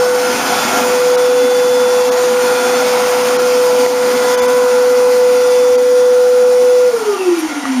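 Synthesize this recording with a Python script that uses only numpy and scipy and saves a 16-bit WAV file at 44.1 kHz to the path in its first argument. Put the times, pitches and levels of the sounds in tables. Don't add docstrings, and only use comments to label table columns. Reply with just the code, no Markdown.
import sys
import numpy as np
from scipy import signal
from scipy.fft import rfft, irfft, next_fast_len
from scipy.io import wavfile
from scipy.ndimage import uniform_filter1d, map_coordinates

SR = 44100
rng = np.random.default_rng(int(sys.argv[2]) if len(sys.argv) > 2 else 0)


def transcribe(signal):
    frames = np.atleast_2d(signal).T
    limited = np.clip(frames, -1, 1)
    pcm = np.round(limited * 32767).astype(np.int16)
    wavfile.write(sys.argv[1], SR, pcm)


def volts(x):
    e = np.asarray(x, float) / 20
    return 10 ** e


N = 343980

# time_s, level_db
SHAFT_TONE = [(0, -11.5), (.27, -15.5), (.44, -28), (.57, -22.5), (.68, -29), (.86, -15), (1.08, -10.5),
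              (2.0, -11), (2.34, -12.5), (3.2, -14), (3.65, -10.5), (3.87, -10.5), (4.21, -12.5),
              (4.55, -10.5), (5.24, -9), (5.46, -9.5), (5.9, -8.6), (6.85, -8.4)]
# swell_s, swell_db, since_null_s, null_db
CROSSED = [(6.941, -7.5, 0.014, -26), (6.975, -13, 0.012, -17.0), (7.026, -13, 0.03, -39),
           (7.097, -9, 0.057, -23.5), (7.135, -12, 0.008, -16), (7.165, -14.5, 0.0089, -32),
           (7.211, -14, 0.037, -36), (7.291, -7.5, 0.044, -22), (7.328, -9.0, 0.026, -15),
           (7.391, -11.5, 0.028, -23), (7.44, -12.5, 0.031, -35), (7.52, -18.5, 0.034, -30),
           (7.581, -16, 0.047, -34), (7.635, -19, 0.032, -35), (7.708, -14.0, 0.066, -25)]
# time_s, level_db
LAST_SWELLS = [
    (7.743, -18),
    (7.79, -11.5),
    (7.81, -8),
]
# order (multiple of the shaft tone), level_db
FAINT_ORDERS = [(6, -51), (14, -53), (21, -63)]
# centre_s, length_s, level_db
SECOND = [(.65, .5, -30), (2.2, 1, -33), (3.0, .5, -32), (3.85, .5, -30.5), (4.4, 0.43, -23),
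          (5.0, 0.76, -33), (6.65, 0.55, -43)]
THIRD = [(.1, 0.58, -29), (.48, .3, -32), (1.2, 1.1, -34), (2.6, 0.95, -35), (3.6, 0.64, -42),
         (4.45, 0.74, -31.5), (5.15, 0.67, -38.5), (6.3, .5, -41)]
FOURTH = [(.95, 0.44, -45), (3.1, .7, -45), (4.3, .8, -36), (5.4, 1.0, -44), (6.7, .4, -51)]
FIFTH = [(.7, 0.76, -35), (1.7, .8, -50), (2.7, 0.99, -42), (3.45, 0.32, -38), (4.05, 0.54, -43),
         (5.1, 0.94, -48)]
BLADES = [(.62, .25, -33.5), (1.15, 0.59, -43), (1.72, 0.87, -34), (2.72, 0.48, -35), (4.37, 0.38, -36.5),
          (5.55, 0.43, -40), (6.05, 0.21, -44), (6.7, 0.28, -50)]
# centre_s, length_s, level_db
GLIDES = [
    [(7.1, .3, -34), (7.27, .15, -42)],
    [(7.133, 0.34, -33.5)],
    [(7.2, .1, -35), (7.33, .12, -41), (7.47, .13, -35), (7.61, .13, -36)],
]

# freq_hz, density_db (per Hz)
ROAR = [(400, -16.5), (470, -6), (560, -6), (720, -5.5), (850, 3), (1070, -4), (1450, -5), (1600, -14),
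        (1900, -43)]
THROAT = [(1400, -17), (1600, -3), (2200, -2), (2700, -6.5), (3300, -6), (3900, -10), (4300, -44)]
HISS = [(3200, -27), (3900, -5.5), (4600, -1.5), (5300, -1.5), (6200, -1.5), (7200, -2.5), (8000, -3.5),
        (8400, -55)]
FIZZ = [(7600, -32), (8000, -2), (9200, -2), (10500, -4.5), (11200, -11), (11600, -42)]
SPRAY = [(10800, -32), (11200, -1.5), (12000, -2.5), (13500, -5.5), (15500, -6)]
NOZZLE = [(4300, -30), (4600, -4), (4950, -24), (5400, -11), (5750, 1), (6100, -5), (6500, -28)]
# freq_hz, density_db (per Hz)
BOOM = [(180, -29), (215, -6), (270, -4), (330, -8.5), (440, -10), (520, -3)]
RUMBLE = [(18, -42), (35, -20), (70, -22), (120, -10.5), (190, -4), (230, -18)]
# freq_hz, width_hz, lift_db
HOSE = [(175, 29, 5.5), (246.5, 29, 10.5), (275.6, 13, 9), (363, 52, 7), (390, 24, 2.5), (723.7, 42, 9),
        (850, 67, -3.5), (1398, 75, 8), (1667, 20, 4), (2690, 49, 7)]
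# time_s, level_db
AIR_LEVEL = [(.1, -25.5), (.37, -21), (.79, -20), (.88, -22.5), (1.15, -25.5), (1.75, -26), (2.35, -24),
             (2.5, -22.5), (3.3, -23), (3.6, -25), (3.95, -24), (4.25, -23), (4.6, -26.5), (5.1, -27.5),
             (5.55, -28), (5.95, -30.5), (6.9, -30), (7.8, -29)]

# start_s, peak_db, ring_hz, t60_s
KNOCKS = [
    (3.8631, -2, 850, .005),
    (3.8631, -9, 2000, .008),
    (7.6545, -7, 1220, .016),
    (7.6545, -16, 1800, .008),
]
# centre_s, length_s, centre_hz, width_hz, level_db
BRUSH = [
    (7.398, 0.058, 10300, 5000, -29.5),
    (7.585, .06, 10400, 500, -37),
    (7.769, 0.069, 10300, 700, -41),
    (.32, .06, 60, 80, -50),
    (3.178, 0.1, 110, 80, -44),
    (4.43, .04, 60, 100, -42),
    (5.727, 0.085, 90, 60, -49),
    (7.498, 0.058, 70, 80, -47),
    (7.659, .05, 90, 100, -48),
]

# start_s, depth_db, recovery_s
DUCKS = [
    (2.025, -2, .1),
    (2.53, -1.5, .15),
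    (3.864, -4, .2),
    (4.35, -3, .04),
]
# freq_hz, width_hz
NOTCHES = [(7881, 680), (10960, 340)]
# centre_s, above_hz, depth_db
DROPOUTS = [
    (1.167, 2700, -20),
    (2.106, 1600, -24),
    (3.38, 1600, -22),
    (4.367, 2500, -22),
    (4.409, 2500, -22),
    (4.473, 2500, -18),
    (5.772, 1500, -24),
]
# centre_s, centre_hz
REFILLED = [(.26, 5200), (.261, 11700), (.354, 11000), (.422, 9000), (.679, 9650), (.958, 13050),
            (1.329, 9600), (1.422, 12900), (1.514, 10700), (1.747, 5150), (2.142, 9000), (2.374, 7500),
            (2.699, 9600), (2.768, 6300), (2.769, 11750), (2.885, 10350), (3.187, 14400), (3.698, 8950),
            (4.975, 10250), (5.23, 9000), (5.439, 4900), (5.439, 8400), (5.67, 14100), (5.671, 11750),
            (5.88, 4900), (6.02, 13050), (6.693, 8300), (6.693, 5200), (6.738, 13350), (7.367, 4900)]

RUN_HZ, OFF_S, COAST_S = 496.85, 6.887, 2.2
QUIET_DB, GLIDE_DB = -48, -53
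MEAN_AIR_DB = -26
LIFT_S, LIFT_DB = 5.25, -9
# level_db at mean air level, db per db of air level, db per halving of speed
ROAR_LAW, THROAT_LAW, HISS_LAW = (-23.5, 1.04, -1.3), (-30.5, 1.2, 5.1), (-28.5, 0.93, -2.8)
FIZZ_LAW, SPRAY_LAW = (-33.5, 0.85, -2.2), (-38.5, 1, -7)
DRUM_LAW, FLOOR_LAW = (-30, 1, -2.7), (-45, 1.35, -7)


def unit(x):
    return x / np.sqrt(np.mean(x ** 2) + 1e-20)


def along(points, hz):
    f, v = np.transpose(points)
    return np.interp(np.log(hz + 1), np.log(f + 1), v, left=-120, right=-120)


def curves(rows):
    s, *cols = np.transpose(rows)
    return [np.interp(np.arange(N) / SR, s, c) for c in cols]


def wobble(rate):
    coarse = np.arange(0, N + 64, 64)
    knots = rng.standard_normal(int(N * rate / SR) + 4)
    return np.interp(np.arange(N), coarse, map_coordinates(knots, [coarse * rate / SR]))


def filtered(x, response):
    m = next_fast_len(x.shape[-1] + 8192)
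    spectrum = rfft(x, m) * response(np.fft.rfftfreq(m, 1 / SR))
    return irfft(spectrum, m)[..., :x.shape[-1]]


def span(s, length):
    first = max(round((s - length / 2) * SR), 0)
    window = np.hanning(round(length * SR))[:N - first]
    return slice(first, first + len(window)), window


def patched(x, depth_db, size, tall, long):
    z = signal.stft(x, nperseg=size)[2]
    field = uniform_filter1d(rng.standard_normal(z.shape), tall, axis=0)
    field = uniform_filter1d(field, long, axis=1)
    return signal.istft(z * volts(depth_db * unit(field)), nperseg=size)[1][:N]


def room(x, t60):
    t = np.arange(SR // 2) / SR
    tail = rng.standard_normal(len(t)) * volts(-60 * t / t60)
    return signal.fftconvolve(x, tail / np.linalg.norm(tail))[:N]


def speed():
    since = np.arange(N) / SR - OFF_S
    hz = RUN_HZ / (1 + np.clip(since, 0, None) / COAST_S) ** 2
    return uniform_filter1d(hz, size=1500), since < 0


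def follows(law):
    db, per_level, per_halving = law
    halvings = np.log2(RUN_HZ / speed()[0])
    return db + per_level * (curves(AIR_LEVEL)[0] - MEAN_AIR_DB) + per_halving * halvings


def rush(spectrum, patchy_db):
    noise = patched(rng.standard_normal(N), patchy_db, size=512, tall=6, long=10)

    def response(f):
        lift_db = sum(db / (1 + (2 * (f - hz) / width) ** 2) for hz, width, db in HOSE)
        return volts(along(spectrum, f) + lift_db)

    return unit(filtered(noise, response))


def drum():
    boom = volts(follows(DRUM_LAW) + 0.42 * wobble(5)) * rush(BOOM, patchy_db=0.4)
    rumble = volts(follows(FLOOR_LAW) + 0.66 * wobble(5)) * rush(RUMBLE, patchy_db=0.5)
    return boom + rumble


def air():
    flutter = 0.5 * wobble(16) + 0.64 * wobble(45)
    roar = volts(follows(ROAR_LAW) + 0.4 * wobble(16)) * rush(ROAR, patchy_db=0.37)
    throat = volts(follows(THROAT_LAW) + 0.63 * flutter) * rush(THROAT, patchy_db=0.6)
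    hiss = volts(follows(HISS_LAW) + 1.1 * flutter) * rush(HISS, patchy_db=0.58)
    fizz = volts(follows(FIZZ_LAW) + 0.57 * flutter) * rush(FIZZ, patchy_db=0.84)
    spray = volts(follows(SPRAY_LAW) + 1.0 * flutter) * rush(SPRAY, patchy_db=0.5)
    return roar + throat + hiss + fizz + spray


def nozzle():
    lifted = np.clip((np.arange(N) / SR - LIFT_S) / 0.15, 0, 1)
    level_db = follows(HISS_LAW) + LIFT_DB + 1.5 * wobble(3)
    return lifted * volts(level_db) * rush(NOZZLE, patchy_db=2.5)


def grit():
    out, t = np.zeros(N), np.arange(SR // 40) / SR
    for s, db, hz, t60 in KNOCKS:
        out[round(s * SR):][:len(t)] += volts(db - 60 * t / t60) * np.sin(2 * np.pi * hz * t)
    return signal.sosfilt(signal.butter(2, 250, "high", fs=SR, output="sos"), out)


def fingers():
    out = np.zeros(N)
    for s, length, hz, width, db in BRUSH:
        where, window = span(s, length)
        noise = rng.standard_normal(len(window))
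        band = filtered(noise, lambda f: np.exp(-(2 * (f - hz) / width) ** 2))
        out[where] += volts(db) * window * unit(band)
    return out


def zones(rows, quiet_db):
    t = np.arange(0, N / SR, 0.01)
    swells = sum(volts(db) * np.exp(-(2 * (t - s) / length) ** 2) for s, length, db in rows)
    gain = volts(quiet_db) + swells
    return curves(np.transpose([t, 20 * np.log10(gain)]))[0]


def order(k, db, turn):
    phase = k * turn + 0.12 * wobble(7.7) + 2 * np.pi * rng.random()
    return volts(db + 1.0 * wobble(14)) * np.sin(phase)


def shaft_tone(turn, powered):
    knots, sign = [(OFF_S, volts(SHAFT_TONE[-1][1]))], 1
    for s, db, since, null_db in CROSSED:
        deep = null_db < -23
        sign = -sign if deep else sign
        knots.append((s - since, 0 if deep else sign * volts(null_db)))
        knots.append((s, sign * volts(db)))
    knots += [(s, sign * volts(db)) for s, db in LAST_SWELLS]
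    falling = uniform_filter1d(curves(knots)[0], size=330)
    steady = volts(curves(SHAFT_TONE)[0] + 0.34 * wobble(12))
    return np.where(powered, steady, falling) * np.sin(turn)


def rotor():
    hz, powered = speed()
    turn = 2 * np.pi * np.cumsum(hz) / SR
    tone = shaft_tone(turn, powered)
    on = uniform_filter1d(1. * powered, size=3000)
    loud = [zones(rows, QUIET_DB) for rows in (SECOND, THIRD, FOURTH, FIFTH, BLADES)]
    levels = list(zip((2, 3, 4, 5, 7), loud)) + list(FAINT_ORDERS)
    held = sum(order(k, db, turn) for k, db in levels)
    gliding = np.zeros(N)
    for k, rows in zip((2, 3, 7), GLIDES):
        gliding += volts(1 + 2.5 * wobble(30)) * order(k, zones(rows, GLIDE_DB), turn)
    direct = tone + on * held + volts(-8) * (1 - on) * gliding
    echoes = room((1 - on) * (volts(-1) * gliding + volts(-17) * tone), t60=0.6)
    return np.sqrt(2) * (direct + echoes)


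def scene():
    flow = patched(drum() + air(), 2.1, size=4096, tall=2, long=9)
    flow = patched(flow, 0.7, size=1024, tall=5, long=40)
    mono = flow + nozzle() + grit() + fingers() + rotor()
    return np.tile(mono, (2, 1))


def gain_control(x):
    t = np.arange(N) / SR
    duck_db = np.zeros(N)
    for s, db, recovery in DUCKS:
        duck_db += db * np.exp(-np.abs(t - s) / recovery) * np.clip((t - s) / 0.0024, 0, 1)
    x = x * volts(duck_db)
    return x / (1 + np.abs(x / 1.05) ** 8) ** (1 / 8)


def microphone(x):
    def response(f):
        notch = np.prod([(c * c - f * f) / (c * c - f * f + 1j * f * w) for c, w in NOTCHES], axis=0)
        return notch ** 2 * (f < 15310)

    return filtered(x, response)


def drop_treble(x):
    for s, hz, db in DROPOUTS:
        where, window = span(s, 0.031)
        kept = rng.random(128) < np.where(np.arange(128) < 42, 0.28, 0.04)
        lost = lambda f: (f > hz) & ~kept[(f // 175).astype(int)]
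        x[:, where] -= (1 - volts(db)) * window * filtered(x[:, where], lost)
    return x


def refill_bands(x):
    width_hz, length_s, level_db = 1600, 0.055, -0.5
    for s, hz in REFILLED:
        where, window = span(s, length_s)
        size = len(window)
        band = lambda f: np.abs(f - hz) < width_hz / 2
        noise = filtered(rng.standard_normal((2, 3 * size)), band)
        fresh = unit(noise)[:, size:2 * size]
        old = filtered(x[:, where.start - 500:where.stop + 500], band)[:, 500:-500]
        removed = (1 - np.sqrt(1 - window ** 2)) * old
        x[:, where] += window * fresh * volts(level_db) * old.std() - removed
    return x


def top_cut(x):
    return signal.sosfilt(signal.butter(12, 15920, fs=SR, output="sos"), x)


def record(dry):
    mix = microphone(gain_control(dry))
    mix = refill_bands(drop_treble(mix))
    return top_cut(mix)


dry = scene()
out = record(dry)
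transcribe(out)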